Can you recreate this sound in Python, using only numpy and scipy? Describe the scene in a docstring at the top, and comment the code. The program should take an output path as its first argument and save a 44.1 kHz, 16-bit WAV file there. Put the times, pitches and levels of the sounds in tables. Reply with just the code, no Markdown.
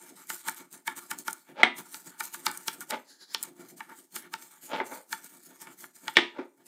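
"""A small room, close microphone: a hollow metal part is held on a wooden workbench and brushed wet.
Toothbrush bristles flick over its inside threads as random tiny impacts that sound the bore; tufts snap free
as bright sprays of noise, and the brush head taps the bore. Turning the part stutters over the wood grain;
it knocks on the bench, twice tipping down hard, as noise bursts with a damped ring. Soft shoves sound dull.
The room answers with decaying noise, over faint air."""
import sys
import numpy as np
from scipy import signal
from scipy.fft import rfft, irfft, next_fast_len
from scipy.io import wavfile
from scipy.ndimage import uniform_filter1d, map_coordinates

SR = 44100
rng = np.random.default_rng(int(sys.argv[2]) if len(sys.argv) > 2 else 0)


def to_wav(s):
    """Save 16-bit WAV."""
    ch = np.atleast_2d(s).T  # columns
    pcm = np.round(np.clip(ch, -1, 1) * 32767)  # PCM
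    wavfile.write(sys.argv[1], SR, pcm.astype(np.int16))


N = 294147  # length [samples]


def amp(db):
    """Decibels to gain."""
    return 10 ** (np.asarray(db) / 20)


def unit(x):
    """Scale to rms 1."""
    return x / np.sqrt(np.mean(x ** 2) + 1e-20)


def seconds(length):
    """Time axis [s] for a sound of the given number of samples."""
    return np.arange(length) / SR


def along(points, hz):
    """Read (frequency, value) points on a log frequency axis."""
    f, value = np.transpose(points)
    return np.interp(np.log(hz + 1), np.log(f + 1), value)


def wobble(rate):
    """A smooth random curve, rate knots a second."""
    knots = rng.standard_normal(int(N * rate / SR) + 4)
    return map_coordinates(knots, [np.arange(N) * rate / SR])


def filtered(x, response):
    """Multiply the spectrum of x by a response of frequency [Hz]."""
    size = next_fast_len(len(x) + SR // 4)
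    hz = np.fft.rfftfreq(size, 1 / SR)
    return irfft(rfft(x, size) * response(hz), size)[:len(x)]


def coloured(x, spectrum, size=4096):
    """Causal (minimum-phase) filter of unit energy with the given spectrum."""
    gain = amp(along(spectrum, np.fft.rfftfreq(size, 1 / SR)))
    cepstrum = irfft(np.log(gain + 1e-6))
    # folding the cepstrum onto positive times makes the filter causal
    cepstrum[1:size // 2] *= 2
    cepstrum[size // 2 + 1:] = 0
    kernel = irfft(np.exp(rfft(cepstrum)))
    return signal.fftconvolve(x, kernel / np.linalg.norm(kernel))[:len(x)]


def grains(rate, spread_db):
    """Random tiny impacts of uneven size, about rate a second, rms 1."""
    size = amp(spread_db * np.clip(rng.standard_normal(N), -2, 2))
    hits = rng.random(N) < rate / SR
    return unit(hits * size * np.sign(rng.standard_normal(N)))


def burst(t, t60):
    """Noise that dies away by 60 dB in t60 [s], with the same energy at every blow."""
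    fade = amp(-60 * t / t60)
    noise = fade * rng.standard_normal(len(t))
    return noise * np.linalg.norm(fade) / np.linalg.norm(noise)


def add(track, s, sound):
    """Mix a sound into the track at time s [s]."""
    start = max(round(s * SR), 0)
    track[start:start + len(sound)] += sound[:N - start]


RISE_SHARE = 0.39  # part of a movement spent speeding up
END_DROP_DB, ROUNDNESS = 22, 1.48  # fall from the peak to either end [dB]; power of that fall


def swells(times, lengths, levels_db):
    """Gain of hand movements: each speeds up, peaks and slows down, and its friction noise follows."""
    t, power = seconds(N), np.zeros(N)
    for s, length, db in zip(times, lengths, levels_db):
        near = slice(*np.searchsorted(t, [s - 2 * length, s + 2 * length]))
        phase = (t[near] - s) / length
        away = np.maximum(-phase / RISE_SHARE, phase / (1 - RISE_SHARE))
        power[near] += amp(db - END_DROP_DB * away ** ROUNDNESS) ** 2
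    return np.sqrt(power)


def shifting(x, depth_db):
    """The colour drifts as the brush head opens and closes the mouth of the bore."""
    z = signal.stft(x, nperseg=512)[2]
    field = uniform_filter1d(rng.standard_normal(z.shape), size=6, axis=0)  # smooth over frequency
    field = uniform_filter1d(field, size=14, axis=1)  # smooth over time
    return signal.istft(z * amp(depth_db * unit(field)), nperseg=512)[1][:N]


# colour of the faint room air: (frequency [Hz], relative level per Hz [dB])
AIR_SPECTRUM = [(15, -76.5), (25, -44), (82, -40), (189, 3), (342, -3), (557, -18.5), (881, 6), (1040, -13),
                (1360, -17), (2810, -24.5), (7420, -8.5), (14600, -22.5), (15800, -32.5)]


def room_air():
    """Steady noise of the air in the room."""
    return amp(-79.5) * coloured(rng.standard_normal(N), AIR_SPECTRUM)


# broad resonances of the hollow part: (frequency [Hz], width [Hz], relative level [dB])
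BORE_MODES = [(890.7, 45, 3.5), (1167, 130, -3), (1396, 170, -0.5), (1760, 170, 0.5), (1911, 320, -5),
              (2254, 110, -2.5), (3130, 630, -16.5)]


def bore(x, spread_db):
    """The hollow part resonates; the mode strengths depend on where the brush touches."""
    touch = spread_db * rng.standard_normal(len(BORE_MODES))

    def response(f):
        total = 0
        for k, (centre, width, db) in enumerate(BORE_MODES):
            damping = 1j * f * width
            resonance = damping / (centre * centre - f * f + damping)
            total = total + (-1) ** k * amp(db + touch[k]) * resonance  # signs alternate
        return total

    return filtered(x, response)


# pushes, pulls and twists of the brush in the threads:
# (time of fastest point [s], hiss length [s], relative hiss level [dB], relative bore level [dB])
STROKES = [(0.031, 0.27, -55, -55.5), (0.096, 0.055, -52, -56.5), (0.185, 0.172, -52, -52.5),
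           (0.326, 0.15, -40.5, -46.5), (0.402, 0.06, -49.5, -58), (0.474, 0.12, -41.5, -40.5),
           (0.57, 0.061, -48, -66), (0.6, 0.16, -56.5, -53), (0.737, 0.087, -48, -52),
           (0.784, 0.09, -62.5, -62.5), (0.899, 0.11, -53.5, -45), (0.976, 0.067, -43.5, -44.5),
           (1.028, 0.14, -51.5, -55), (1.124, 0.1, -50.5, -45.5), (1.2, 0.082, -45.5, -55),
           (1.285, 0.124, -46, -49), (1.37, 0.19, -59, -67.5), (1.49, 0.16, -68, -57.5),
           (1.787, 0.085, -42, -43.5), (1.861, 0.139, -57.5, -59.5), (1.946, 0.2, -46.0, -54),
           (2.073, 0.074, -46.5, -51.5), (2.126, 0.24, -64, -59), (2.235, 0.137, -40.5, -47.5),
           (2.347, 0.108, -44.0, -51), (2.395, 0.2, -54, -57), (2.483, 0.1, -46.5, -38.5),
           (2.546, 0.25, -48.5, -52.5), (2.698, 0.211, -47, -49.5), (2.815, 0.076, -46.5, -46.5),
           (2.917, 0.193, -52, -56.5), (3.433, 0.14, -46, -48), (3.485, 0.052, -70, -68.5),
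           (3.607, 0.22, -56, -54.0), (3.697, 0.08, -52, -59), (3.784, 0.05, -45, -56),
           (3.831, 0.1, -61.5, -55.5), (3.908, 0.16, -61.0, -51.5), (3.982, 0.17, -54, -63),
           (4.165, 0.13, -41.5, -48), (4.242, 0.085, -60, -48), (4.337, 0.108, -54, -50.5),
           (4.42, 0.17, -51, -55.0), (4.533, 0.201, -56.5, -58.5), (4.633, 0.063, -48, -59.5),
           (4.667, 0.14, -50, -65), (4.765, 0.096, -57, -56.5), (4.866, 0.093, -51, -57),
           (4.935, 0.195, -47.0, -57), (5.139, 0.146, -44.5, -50.5), (5.245, 0.082, -50.0, -56.5),
           (5.329, 0.28, -57, -62.5), (5.457, 0.14, -52.5, -66.5), (5.51, 0.12, -72, -61),
           (5.561, 0.1, -60.5, -65), (5.618, 0.071, -47, -49.5), (5.68, 0.156, -59, -50.5),
           (5.73, 0.11, -59.5, -66), (5.817, 0.15, -47.5, -58.5), (5.965, 0.067, -49, -57),
           (6.068, 0.24, -52, -52.5), (6.605, 0.16, -73.5, -67), (6.667, 0.076, -60, -69.5)]
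# colour of wet bristles, also in snaps and taps: (frequency [Hz], relative level per Hz [dB])
BRISTLE_SPECTRUM = [(500, -38), (1500, -9), (2800, -10), (4200, -5), (5600, -6), (6500, -0.5), (7300, 2.5),
                    (8000, 1.5), (8900, 3), (10200, -3), (11500, -1.5), (13000, -1.5), (14800, -1),
                    (15800, -14.5)]
# dull colour of the bench shaken by hand or brush: (frequency [Hz], relative level per Hz [dB])
HANDLING_SPECTRUM = [(40, -39.5), (90, -34), (150, -3), (220, -3), (300, 0), (345, 5), (430, -13.5),
                     (560, -13.5), (700, -10.5), (900, -27), (1400, -37.5)]
BORE_LAG_S = 0.0033  # the bore sounds just after the bristle tips catch
REST_DB = -78  # bristles creeping in the threads between strokes, on the scale of the hiss levels


def scrubbing():
    """Bristles flick over the thread crests, sound the bore and shake the bench through the part."""
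    s, length, hiss_db, bore_db = np.transpose(STROKES)
    hiss = np.hypot(swells(s, length, hiss_db), amp(REST_DB))
    hollow = swells(s + BORE_LAG_S, 0.86 * length, bore_db)
    catch = amp(1.9 * wobble(80))  # tufts catch and let go together
    flicks = coloured(grains(rate=5500, spread_db=6.0), BRISTLE_SPECTRUM)
    fizz = unit(shifting(flicks, depth_db=3.0))
    rub = unit(shifting(bore(grains(rate=2800, spread_db=1.5), spread_db=1.0), depth_db=2.5))
    rumble = unit(coloured(grains(rate=720, spread_db=3), HANDLING_SPECTRUM)) * amp(3.6 * wobble(20))
    push = unit(hollow ** 0.63)  # the load on the bench grows with the force of the stroke
    brushing = catch * (amp(0.18) * hiss * fizz + amp(-1.67) * hollow * rub)
    return brushing + amp(-62.5) * push * rumble


# decay of the small room: (frequency [Hz], time to fall 60 dB [s])
ROOM_DECAY = [(150, 0.27), (400, .36), (1000, 0.28), (2500, 0.28), (5000, 0.18), (12000, 0.046)]


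def room(x):
    """Bench top and near walls answer within milliseconds; the treble dies first."""
    hz, t, z = signal.stft(rng.standard_normal(SR // 2), SR, nperseg=256)
    decay = amp(-60 * t / along(ROOM_DECAY, hz)[:, None])
    tail = signal.istft(z * decay, SR, nperseg=256)[1]
    tail *= 1 - np.exp(-seconds(len(tail)) / 0.0012)  # the answer builds up
    return signal.fftconvolve(x, tail / np.linalg.norm(tail))[:N]


# the hands press the part against the bench: (time [s], relative level [dB])
BUMPS = [(0.099, -49.5), (0.59, -53), (1.484, -47), (2.776, -50.5), (3.464, -49), (3.59, -45),
         (3.712, -49.5), (4.241, -53), (5.663, -51.5), (5.824, -55)]


def bumps():
    """Soft, dull shoves into the bench top: low noise with a gradual onset."""
    out, t = np.zeros(N), seconds(SR // 4)
    for s, db in BUMPS:
        shove = burst(t, t60=0.24) * (1 - np.exp(-t / 0.0081))
        add(out, s, amp(db + 2.0) * coloured(shove, HANDLING_SPECTRUM))
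    return out


# wet bristle tufts snap free: (time [s], relative level [dB])
SNAPS = [(0.2713, -36), (0.3444, -26.5), (0.4946, -19.5), (0.545, -31.5), (0.7275, -31), (0.9649, -34),
         (1.1868, -24), (1.3078, -25), (1.3296, -20), (2.2539, -25.5), (2.3384, -28), (2.5137, -23),
         (2.5741, -21.5), (2.8066, -23.5), (3.4281, -14.5), (3.4347, -18), (4.1572, -23.5), (5.244, -30.5),
         (5.6169, -29), (6.1384, -39.5)]
SNAP_LOW_HZ = 5540  # a snapping tuft is too small to radiate much below this


def snaps():
    """A tuft snaps off a thread: one short, bright spray."""
    out, t = np.zeros(N), seconds(SR // 16)
    for s, db in SNAPS:
        spray = burst(t, t60=0.0095) * (1 - np.exp(-t / 0.00051))
        add(out, s, amp(db - 1.5) * coloured(spray, BRISTLE_SPECTRUM))
    highpass = signal.butter(2, SNAP_LOW_HZ, "highpass", fs=SR, output="sos")
    return signal.sosfilt(highpass, out)


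# the brush head hits the bore:
# (time [s], relative bore level [dB], relative click level [dB], relative bristle flick level [dB])
TAPS = [(0.302, -22, -34.5, -35), (0.485, -17, -33, -33.5), (0.878, -15, -37.5, -34),
        (1.114, -20, -36, -33), (1.281, -17.5, -31, -37.5), (1.9445, -32.5, -35.5, -45.5),
        (2.206, -20, -34, -34), (2.345, -27, -48.5, -39.5), (2.466, -12.5, -19.5, -29.5),
        (2.682, -19.5, -21.5, -31.5), (2.908, -25.5, -27, -33.5), (3.347, -25.5, -20, -40.5),
        (3.8054, -25.5, -62, -64), (4.163, -27, -36, -37.5), (4.339, -20.5, -31, -44),
        (5.128, -18.5, -28.5, -36.5), (5.671, -35, -55, -63), (5.841, -31.5, -69, -59),
        (6.081, -18.5, -30.5, -54)]
# colour of the plastic head on metal: (frequency [Hz], relative level per Hz [dB])
CLICK_SPECTRUM = [(60, -39), (150, -3.5), (290, -0.5), (550, -7), (1500, -8), (2500, 2), (3400, 6.5),
                  (4400, 5.5), (6000, 3.5), (9000, -11), (15000, -22.5)]
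TAP_SHAKE_DB = -34  # shake of the bench under a tap, added to the listed bore level


def taps():
    """The plastic head grazes the metal, clicks, the bore answers, the bench shakes; the bristles spring past."""
    out, t = np.zeros(N), seconds(SR // 8)
    lead = 0.03  # the graze and flick swell for this long before the hit [s]
    flick = np.where(t < lead, np.exp((t - lead) / 0.0063), np.exp((lead - t) / 0.0017))
    for s, db, click_db, flick_db in TAPS:
        blow = signal.unit_impulse(len(t))
        chatter = burst(t, t60=0.028)
        ring = bore(blow + 0.11 * chatter, spread_db=0.5)
        graze = unit(bore(rng.standard_normal(len(t)), spread_db=5.0))
        spray = coloured(rng.standard_normal(len(t)), BRISTLE_SPECTRUM)
        shake = coloured(burst(t, t60=0.16), HANDLING_SPECTRUM)
        click = coloured(6 * blow + burst(t, t60=0.012), CLICK_SPECTRUM)
        add(out, s, amp(db - 1.0) * ring / np.abs(ring).max())
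        add(out, s, amp(db + TAP_SHAKE_DB) * shake)
        add(out, s, amp(click_db - 0.5) * click)
        add(out, s - lead, flick * (amp(flick_db + 3.0) * spray + amp(db - 20.5) * graze))
    return out


# the part is dragged over the wood as it is turned:
# (time of fastest point [s], length [s], relative grating level [dB], relative edge level [dB])
DRAGS = [(1.603, 0.12, -34, -41.5), (2.933, 0.093, -30, -37), (4.747, .14, -27.5, -35),
         (4.814, 0.071, -35, -68), (4.933, .14, -40.5, -69), (6.163, 0.023, -39, -26),
         (6.387, 0.12, -38.5, -50.5)]
# colour of metal grating on wood grain: (frequency [Hz], relative level per Hz [dB])
GRATING_SPECTRUM = [(60, -37.5), (130, -23), (255, -4.5), (360, -8.5), (470, -5.5), (600, 0.5),
                    (730, -11.5), (870, 5), (1050, -12), (1330, -6), (1800, -13.5), (2230, -10.5),
                    (2800, -26.5), (7000, -51)]
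# colour of a metal edge on wood, also in knocks: (frequency [Hz], relative level per Hz [dB])
EDGE_SPECTRUM = [(300, -46.5), (1200, -27.5), (2000, -3.5), (2600, 4.5), (3400, 6.5), (3900, 1.5),
                 (4500, -4.5), (6000, -13.5), (9000, -26), (15000, -46.5)]


def drags():
    """The turned part stutters over the wood grain in tiny slips."""
    s, length, grating_db, edge_db = np.transpose(DRAGS)
    grating, edge = swells(s, length, grating_db), swells(s, length, edge_db)
    slips = grains(rate=1800, spread_db=4) * amp(2.2 * wobble(150))
    flat_scrape = grating * unit(coloured(slips, GRATING_SPECTRUM))
    edge_scrape = edge * unit(coloured(slips, EDGE_SPECTRUM))
    return amp(-1.4) * flat_scrape + amp(-4.5) * edge_scrape


# the part drops or rebounds on the bench: (time [s], relative clack level [dB],
# relative thud level [dB], relative edge level [dB], lowpass corner of the contact [Hz])
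KNOCKS = [(1.632, -1.5, -23.5, -13, 9960), (2.921, -22, -51, -43, 1764), (4.801, -14.5, -30, -45, 1570),
          (6.169, -2, -16.5, -1.5, 10200), (6.186, -16, -34.5, -20, 10040), (6.388, -21, -26.5, -48, 880)]
# colour of the clack on the bench: (frequency [Hz], relative level per Hz [dB])
BENCH_SPECTRUM = [(40, -41.5), (200, -7.5), (330, -6), (550, -9.5), (930, -1), (1400, -6), (1770, 1.5),
                  (2250, 1.5), (2700, -10.5), (3350, -2.5), (4300, -16), (7300, -34), (8300, -31.5),
                  (15000, -60)]
# colour of the bench's thud: (frequency [Hz], relative level per Hz [dB])
THUD_SPECTRUM = [(25, -37), (90, -26), (160, -14), (240, 0.5), (345, 18), (480, 0), (900, -52.5)]
# part and bench ringing together: (frequency [Hz], relative level [dB], time to fall 60 dB [s])
RING_MODES = [(236, -3.5, .19), (268, -4, .22), (352, -1.5, .2), (737, -3.5, .14), (900, -7, 0.2),
              (971, -3.5, 0.34), (1236, -5, .22), (1490, -5, .14), (1890, -2.5, .22), (2055, 0.5, .22),
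              (2207, -1.5, .14), (2365, -2.5, 0.19), (2738, -6, .22), (3143, -5, 0.12), (3350, -2, 0.26),
              (3660, -9, .36), (8200, -20, .2)]


def knocks():
    """The part falls on a flat and chatters to rest: hard clack, bench thud and a ring damped by the hand."""
    out, t = np.zeros(N), seconds(SR // 2)
    for s, db, thud_db, edge_db, contact_hz in KNOCKS:
        strengths = amp(1.5 * rng.standard_normal(len(RING_MODES)))
        ring = np.zeros(len(t))
        for strength, (hz, level, t60) in zip(strengths, RING_MODES):
            tone = np.sin(2 * np.pi * (hz * t + rng.random()))
            ring += strength * amp(level - 60 * t / t60) * tone
        contacts = grains(rate=2200, spread_db=3)[:len(t)]
        chatter = contacts * amp(-60 * t / 0.16)
        strike = burst(t, t60=0.028) + amp(-17.5) * chatter
        clack = coloured(strike, BENCH_SPECTRUM) + amp(-25.5) * ring
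        # a cushioned fall has a longer contact and so a duller clack
        clack = signal.sosfilt(signal.butter(2, contact_hz, fs=SR, output="sos"), clack)
        thud = coloured(burst(t, t60=0.098), THUD_SPECTRUM)
        edge = coloured(burst(t, t60=0.018) + amp(-16.5) * burst(t, t60=0.26), EDGE_SPECTRUM)
        add(out, s, amp(db - 3.5) * clack + amp(thud_db - 3.0) * thud + amp(edge_db - 8) * edge)
    return out


# light passes along the wall of the bore: (time of fastest point [s], length [s], relative level [dB])
SLIDES = [(3.108, 0.17, -53), (3.22, 0.096, -49.5), (3.326, 0.16, -48)]
# colour of the light swish: (frequency [Hz], relative level per Hz [dB])
SWISH_SPECTRUM = [(100, -17), (300, 9.5), (600, -8), (900, -3), (1250, -6), (1700, 7), (2100, -7),
                  (2800, -10), (4000, 8), (4900, 8.5), (5900, -2), (7200, 5), (8400, -11), (10000, -1.5),
                  (15000, -15.5)]


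def sliding():
    """With little pressure the bristles only swish, without catching."""
    swish = coloured(rng.standard_normal(N), SWISH_SPECTRUM)
    return amp(-1.5) * swells(*np.transpose(SLIDES)) * unit(shifting(swish, depth_db=2.5))


def scene():
    """Brush and part on the workbench with the room's answer, over faint room air."""
    work = scrubbing() + bumps() + snaps() + taps() + drags() + knocks() + sliding()
    return (work + amp(-14.5) * room(work) + room_air())[None]


TOP_HZ = 15750  # band limit of the microphone


def record(dry):
    """The close microphone thins deep bass, rounds off the highest peaks and stops at its band limit."""
    thin = signal.sosfilt(signal.butter(2, 95, "highpass", fs=SR, output="sos"), dry[0])
    held = thin / (1 + np.abs(thin / 0.95) ** 6) ** (1 / 6)  # soft ceiling at 0.95
    return filtered(held, lambda hz: hz < TOP_HZ)[None]


dry = scene()
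out = record(dry)
to_wav(out)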